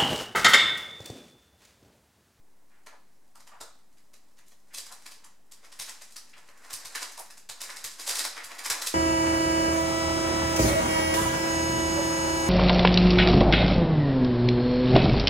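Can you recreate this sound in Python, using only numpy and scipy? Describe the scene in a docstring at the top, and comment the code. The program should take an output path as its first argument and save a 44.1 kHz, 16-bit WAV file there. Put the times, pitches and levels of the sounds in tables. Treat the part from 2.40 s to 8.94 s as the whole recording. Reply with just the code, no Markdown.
"""A stiff plastic wrapper crackles as someone unboxes a small item and works it open, two metres or so away.
Each crackle is a run of tiny buckling snaps in the film; between them fingers rub the wrapper and its card.
The item knocks against its box, and the hollow pack thumps softly as it flexes.
A small bare-walled room answers, over a faint steady bed of air rumble and hiss."""
import sys
import numpy as np
from scipy import signal
from scipy.fft import rfft, irfft, next_fast_len
from scipy.io import wavfile

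SR = 44100
rng = np.random.default_rng(int(sys.argv[2]) if len(sys.argv) > 2 else 0)


def master_out(mix):
    """Clip the mix to full scale and print it as 16-bit PCM to the path in sys.argv[1]."""
    frames = np.transpose(np.atleast_2d(mix))
    ceiling = np.clip(frames, -1, 1)
    pcm = np.round(ceiling * 32767).astype(np.int16)
    wavfile.write(sys.argv[1], SR, pcm)


N = 288414

# How hard the fingers work the pack, and how much goes into the film: time_s, effort_db, film_offset_db
EFFORT = [(0, -69, -8.5), (2.25, -69, -2), (2.4, -56, -2), (2.75, -60.5, -1.5), (3.0, -70, -13),
          (3.46, -53, 3.5), (3.7, -64, 4), (4.15, -56, -11), (4.33, -45, -5), (4.68, -51.5, 2),
          (5.08, -69.5, -3), (5.26, -45.5, -3), (5.56, -53.5, 2.5), (5.75, -35.5, 2.5), (5.89, -50, -3),
          (6.18, -44.5, -9), (6.44, -38, -0.5), (6.54, -53, 2)]


def crackles(count=60, lead=.45, uneven_db=5.5, swell_db=9, break_db=11, overrun_s=.0015):
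    """A fold gives way in an avalanche of fine snaps that grows until the crease itself flips."""
    body_trim_db, snap_db, sizzle_db, sizzle_per_body = -1.5, -.5, -3, -.18  # more body, less sizzle
    trigger_db, trigger_db_per_s = 22, -1700  # the slower the build-up, the weaker the snap that starts it
    size = 4096
    colours = registers(np.fft.rfftfreq(size, 1 / SR))
    out = np.zeros(N + 2 * size)
    for time_s, build_s, level_db, body_db in buckles():
        span_s = np.clip(build_s, .001, .025) + overrun_s
        progress = (np.arange(count) + rng.random(count)) / count * (1 + lead) - lead
        growth = progress + 3 * np.minimum(progress, 0)  # faint ticks run ahead of the build-up
        sizes = amp(swell_db * growth + uneven_db * np.clip(rng.standard_normal(count), -2, 2))
        sizes[count - count // 8] = amp(swell_db + break_db)  # the crease flips
        sizes[np.searchsorted(progress, 0)] = amp(trigger_db + trigger_db_per_s * build_s)
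        avalanche = snaps((progress + lead) * span_s, sizes, size)
        bands = irfft(rfft(avalanche) * colours)
        bands *= np.sqrt(span_s * SR) / np.linalg.norm(bands, axis=1, keepdims=True)
        mix_db = np.array([body_trim_db + body_db, snap_db, sizzle_db + sizzle_per_body * body_db])
        start = round((time_s - build_s - lead * span_s) * SR)
        out[start:][:size] += amp(level_db + mix_db) @ bands
    return out[:N]


def buckles(rebound_s=.018, rebound_db=-12, strays_per_s=9, stray_db=1.5, spread_db=1.5):
    """Cue list: each clear buckle springs back once, softly; small strays follow the pull on the film."""
    # Clear buckles, large facets having more body: time_s, build_s, level_db, body_offset_db
    clear = [(0.471, 0.0071, -51.5, 2.5), (.957, 0.0028, -54.5, -20), (1.007, .01, -58, -1),
             (1.077, 0.0073, -54.5, -4), (1.213, .008, -43, -3.5), (1.585, 0.015, -69, -12),
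             (1.741, 0.0065, -56, -4), (1.991, .019, -64, -4.5), (2.084, 0.018, -64, -22),
             (2.122, 0.014, -64, -1.5), (2.349, 0.011, -41, -11.5), (2.385, 0.013, -39, -12.5),
             (2.469, 0.011, -49.5, -6.5), (2.525, 0.0082, -48.5, -28), (2.666, 0.0087, -45.5, -3.5),
             (2.722, 0.016, -52, -7), (2.847, 0.0062, -52.5, -20), (3.122, 0.0072, -49.5, -12),
             (3.25, 0.021, -59.5, 3.5), (3.328, 0.0085, -51.5, -3), (3.399, 0.0071, -36.5, -9.5),
             (3.423, 0.011, -41.5, -7.5), (3.497, .018, -44, -4), (3.621, 0.0085, -47, -3.5),
             (3.725, 0.017, -59, -24), (3.767, 0.0068, -41, -8.5), (3.982, .015, -60, 4.5),
             (4.09, 0.0032, -56, 5.5), (4.251, 0.019, -57.5, -2), (4.308, 0.0069, -43, -3),
             (4.332, 0.0025, -37, -26), (4.339, 0.0056, -37, -23), (4.457, 0.0054, -40.5, -9),
             (4.557, 0.0062, -34.5, -4), (4.633, 0.026, -39.5, -2), (4.779, 0.005, -44.5, -15),
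             (4.797, 0.0083, -48, -57), (4.908, 0.0053, -48, -3), (4.979, 0.0057, -49, -8),
             (5.091, 0.0012, -43.5, -7), (5.099, 0.0069, -38.5, -5.5), (5.217, .011, -37.5, -9.5),
             (5.239, 0.0082, -44, -5.5), (5.303, 0.0098, -44, -3), (5.37, 0.0074, -42, -5.5),
             (5.443, 0.0012, -33, -16), (5.449, 0.0033, -34.5, -7), (5.6, 0.015, -44.5, -3.5),
             (5.62, .015, -44, -10.5), (5.679, .012, -33.5, -7.5), (5.695, 0.0081, -30, -12),
             (5.712, 0.011, -36, -4.5), (5.793, 0.0066, -29, -12), (5.807, .008, -39.5, 1),
             (5.852, 0.011, -32, -4.5), (5.98, 0.018, -50, 7), (6.046, 0.0088, -43, -20),
             (6.12, 0.018, -50.5, 6.5), (6.193, 0.0083, -40.5, -2.5), (6.263, 0.015, -34, -4.5),
             (6.302, 0.0016, -22.5, -7), (6.308, 0.0037, -28, -2.5), (6.422, 0.0041, -32, -6),
             (6.473, 0.0087, -29, -12.5)]
    rebound_build_s, stray_build_s, stray_body_db = .006, .005, -14
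    delays = rebound_s * np.exp(.3 * rng.standard_normal(len(clear)))
    rebounds = [(time_s + delay, rebound_build_s, db + rebound_db, body_db)
                for (time_s, _, db, body_db), delay in zip(clear, delays)]
    slots = np.arange(.1, N / SR - .1, 1 / strays_per_s)
    jitter, accent = rng.standard_normal((len(slots), 2)).T
    times = np.clip(slots + jitter / strays_per_s / 2, .1, (N - 1) / SR)
    effort_db, film_offset_db = curves(EFFORT)
    pull_db = sliding(effort_db) + film_offset_db
    levels = pull_db[(times * SR).astype(int)] + stray_db + spread_db * accent
    strays = [(time_s, stray_build_s, db, stray_body_db) for time_s, db in zip(times, levels)]
    return clear + rebounds + strays


def snaps(times, sizes, length, pitch_hz=4500, decay_cycles=.43):
    """Each facet that flips gives a damped swing of about one cycle at a pitch of its own."""
    t = np.arange(SR // 400) / SR
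    detune, polarity = rng.standard_normal((len(times), 2)).T
    hz = np.clip(pitch_hz * np.exp(detune[:, None]), SR / 60, SR / 3)
    swing = np.cos(2 * np.pi * hz * t) * np.exp(-t * hz / decay_cycles)
    swing *= (np.sign(polarity) * sizes / np.linalg.norm(swing, axis=1))[:, None]
    at = (np.maximum(times, 0) * SR).astype(int)[:, None] + np.arange(len(t))
    return np.bincount(at.ravel(), swing.ravel(), length)[:length]


def registers(hz, body_hz=2500, sizzle_hz=7500):
    """Responses of the wrapper's body, snap and sizzle: large, middling and tiny facets."""
    # Tone colour of one snap in the film: frequency_hz, gain_db
    film_colour = [(60, -21), (150, -39), (290, -1), (390, -15.5), (500, 0.5), (700, -4.5), (1200, -1.5),
                   (2100, -2.5), (3000, -4), (4800, 2.5), (7500, 5), (10000, 4), (13000, -1.5),
                   (15500, -13)]
    body = 1 / (1 + (hz / body_hz) ** 10)
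    sizzle = 1 - 1 / (1 + (hz / sizzle_hz) ** 10)
    gain = amp(along(film_colour, hz))
    return np.array([causal(gain * np.sqrt(np.abs(share))) for share in (body, 1 - body - sizzle, sizzle)])


def rustle(rub_db=-9, film_db=-6, sizzle_db=-2):
    """Fingers drag over the pack: a dull rub and the fine crinkle of the film."""
    effort_db, film_offset_db = curves(EFFORT)
    bright_mix = np.array([0, 1, amp(sizzle_db)])
    rub = filtered(grains(per_s=2500, uneven_db=3.5), lambda hz: registers(hz)[0])
    film = filtered(grains(per_s=1200, uneven_db=5.5), lambda hz: causal(bright_mix @ abs(registers(hz))))
    return amp(sliding(effort_db)) * (amp(rub_db) * unit(rub) + amp(film_db + film_offset_db) * unit(film))


def sliding(effort_db, stick_db=-69.5):
    """The part of the effort that moves the pack, in dB; under stick_db the fingers stick."""
    return effort_db - 10 * np.log10(1 + amp(stick_db - effort_db) ** 4)


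def grains(per_s, uneven_db):
    """Friction as a steady patter of tiny slips."""
    count = int(per_s * N / SR)
    times = rng.random(count) * N / SR
    sizes = amp(uneven_db * np.clip(rng.standard_normal(count), -2, 2))
    return snaps(times, sizes, N)


def scrapes(trim_db=-3, rise_s=.011, relative_width=.96):
    """Short strokes of friction, each ringing the patch of card that it touches."""
    # Fingers, item and box rub on each other: start_s, fade_s, level_db, resonance_hz
    strokes = [(0.073, 0.016, -62, 405), (0.3, 0.14, -65, 1630), (0.515, 0.033, -50.5, 820),
               (0.947, 0.024, -53, 1060), (1.061, 0.068, -57.5, 920), (1.114, 0.065, -48.5, 980),
               (1.564, .03, -64, 2350), (1.972, 0.049, -60.5, 1930), (2.302, 0.065, -58, 1800),
               (2.503, .025, -45.5, 990), (2.832, 0.027, -51.5, 1110), (3.928, 0.011, -47.5, 2100),
               (3.96, 0.023, -58, 2000), (4.541, 0.049, -37, 1820), (4.774, 0.053, -41.5, 815),
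               (5.281, 0.029, -38.5, 1700), (5.955, 0.1, -40.5, 1880), (6.317, 0.036, -36, 1210)]
    size = SR // 5
    t = np.arange(size) / SR
    slips = grains(per_s=4000, uneven_db=5)
    out = np.zeros(N)
    for start_s, fade_s, level_db, centre_hz in strokes:
        envelope = np.interp(t, [0, rise_s, rise_s + fade_s], [0, 1, 0])
        card_mode = [(centre_hz, relative_width * centre_hz, 0)]
        at = round(start_s * SR)
        rasp = filtered(slips[at:at + size], lambda hz: resonances(card_mode, hz) ** 2)
        out[at:at + size] += amp(level_db + trim_db) * envelope * unit(rasp)
    return out


def knocks(trim_db=-4, vary_db=2):
    """Each contact rings the box briefly, its modes at new strengths."""
    # The item hits its box: start_s, level_db
    hits = [(.468, -51), (1.208, -41.5), (1.222, -72)]
    # Modes of the box: pitch_hz, level_db, t60_s
    box_modes = [(450, -8.5, 0.14), (660, -4, 0.24), (913, -1, 0.068), (1353, -4, 0.2)]
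    t = np.arange(SR // 4) / SR
    out = np.zeros(N)
    for start_s, level_db in hits:
        ring = np.zeros(len(t))
        for pitch_hz, mode_db, t60_s in box_modes:
            envelope = amp(mode_db + vary_db * rng.standard_normal() - 60 * t / t60_s)
            ring += envelope * np.sin(2 * np.pi * pitch_hz * t)
        out[round(start_s * SR):][:len(t)] += amp(level_db + trim_db) * ring
    return out


def thumps(push_s=.0024):
    """The flexing pack shoves a little air: one low swing, no ring."""
    # Soft pushes of the pack: start_s, level_db
    pushes = [(1.21, -54), (2.378, -61), (3.396, -51), (4.336, -49), (4.449, -53), (5.094, -53),
              (5.446, -50), (6.045, -56), (6.307, -44)]
    age = np.arange(SR // 10) / SR / push_s
    swing = 2 * age * (2 - age) * np.exp(-age)
    out = np.zeros(N)
    for start_s, level_db in pushes:
        out[round(start_s * SR):][:len(swing)] += amp(level_db) * swing
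    return out


def hollow_pack(x):
    """The pack in the hands adds its hollow ring."""
    # Resonances of the pack: centre_hz, width_hz, gain_db
    pack_modes = [(985, 156, -7.5), (1717, 8.3, 4.5), (1940, 150, -12), (4010, 89, -3), (4930, 500, -7.5)]
    return filtered(x, lambda hz: 1 + resonances(pack_modes, hz))


def near_walls(x, walls_db, width, count=16):
    """The straight path and first echoes from the corner behind the hands, unequal left and right."""
    paths = np.zeros((2, SR // 30))
    delays_s = np.linspace(.003, .028, count) + rng.uniform(-.001, .001, count)
    mid, side = rng.choice([-1, 1], (2, count))
    echoes = (mid + width * np.outer([1, -1], side)) * np.linspace(1, .5, count)
    paths[:, (delays_s * SR).astype(int)] = echoes
    paths *= amp(walls_db) / np.linalg.norm(paths, axis=1, keepdims=True)
    paths[:, 0] = 1  # straight path
    return signal.fftconvolve(x[None], paths, axes=1)[:, :N]


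def room(x, early_db=3, early_s=.0021, first_wall_s=.0013, low_cut_hz=190):
    """Every snap radiates its own way, so the walls return a diffuse, dying wash."""
    # Reverb time of the bare room: frequency_hz, t60_s
    reverb_times = [(200, 0.28), (1400, 0.45), (4000, 0.55), (9700, 0.3), (15000, 0.28)]
    # Left-right likeness of the wash: frequency_hz, correlation
    likeness = [(200, .65), (1000, .62), (4000, .68), (8000, .72), (13000, .72)]
    frames = dict(fs=SR, nperseg=256, noverlap=192)
    hz, t, spectrum = signal.stft(x, **frames)
    age = t[t < .5]
    decay = amp(-60 * age / along(reverb_times, hz)[:, None])
    decay *= amp(early_db * np.exp(-age / early_s)) * np.clip(age / first_wall_s, 0, 1)
    tail = decay ** 2 / np.sum(decay ** 2, 1, keepdims=True)
    energy = signal.fftconvolve(np.abs(spectrum) ** 2, tail, axes=1)[:, :len(t)]
    noise = signal.stft(stereo_noise(likeness), **frames)[2]
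    envelope = np.sqrt(np.abs(energy) / np.mean(np.abs(noise) ** 2))
    wash = signal.istft(noise * envelope, **frames)[1][:, :N]
    return filtered(wash, lambda hz: 1 - 1 / (1 + (hz / low_cut_hz) ** 6))  # the wash has no deep bass


def air(level_db=-68):
    """Room tone: a faint rumble under an even hiss."""
    # Tone colour of the still air: frequency_hz, gain_db
    colour = [(20, -13.5), (35, -5.5), (70, -15), (140, -15.5), (200, -9.5), (300, -11.5), (450, -15.5),
              (900, -16.5), (1500, -28), (3000, -30), (8000, -27.5), (15500, -32)]
    # Left-right likeness of the air: frequency_hz, correlation
    likeness = [(100, .75), (1000, .7), (8000, .8)]
    return amp(level_db) * unit(filtered(stereo_noise(likeness), lambda hz: amp(along(colour, hz))))


def stereo_noise(likeness):
    """White noise with this left-right likeness by frequency."""
    turn = lambda hz: np.arccos(np.clip(along(likeness, hz), 0, 1)) / 2
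    pair = rng.standard_normal((2, N))
    mid, side = filtered(pair, lambda hz: np.array([np.cos(turn(hz)), np.sin(turn(hz))]))
    return np.array([mid + side, mid - side])


def amp(db):
    """Decibels to gain."""
    return 10 ** (np.asarray(db) / 20)


def unit(x):
    """Scaled to rms 1."""
    return x / np.sqrt(np.mean(x ** 2) + 1e-20)


def along(points, hz):
    """(frequency_hz, value) points read on a log axis."""
    points_hz, values = np.transpose(points)
    return np.interp(np.log(hz + 1), np.log(points_hz + 1), values)


def curves(rows):
    """One value per sample for each column after the time."""
    times, *columns = np.transpose(rows)
    return [np.interp(np.arange(N) / SR, times, column) for column in columns]


def filtered(x, response):
    """x through a complex frequency response."""
    n = x.shape[-1]
    padded = 2 * next_fast_len(n // 2 + SR // 20)
    return irfft(rfft(x, padded) * response(np.fft.rfftfreq(padded, 1 / SR)), padded)[..., :n]


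def causal(gain):
    """The minimum-phase response with this gain: it rings only after the blow."""
    cepstrum = irfft(np.log(np.maximum(gain, 1e-6)))
    half = len(cepstrum) // 2
    cepstrum[1:half] *= 2
    cepstrum[half + 1:] = 0
    return np.exp(rfft(cepstrum))


def resonances(modes, hz):
    """Summed response of (centre_hz, width_hz, gain_db) modes."""
    return sum(amp(db) * 1j * hz * width / (centre ** 2 - hz ** 2 + 1j * hz * width)
               for centre, width, db in modes)


def scene(film_near_db=-2, card_near_db=-4, room_db=-1):
    """The hands are almost straight ahead; card and box radiate more to the sides than the film does."""
    # Stereo balance, left then right: gain_db
    balance_db = [
        [0],
        [.4],
    ]
    film = crackles() + rustle()
    card = scrapes() + knocks()
    wash = amp(room_db) * room(film + card)
    near = amp(film_near_db) * near_walls(film + thumps(), walls_db=-3, width=.5)
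    near += amp(card_near_db) * near_walls(card, walls_db=-.5, width=.63)
    return hollow_pack(near + wash) * amp(balance_db) + air()


def record(dry, top_hz=15900, dc_offset=-.0029):
    """A brick-wall high cut and a slight offset from zero."""
    return filtered(dry, lambda hz: hz < top_hz) + dc_offset


dry = scene()
out = record(dry)
master_out(out)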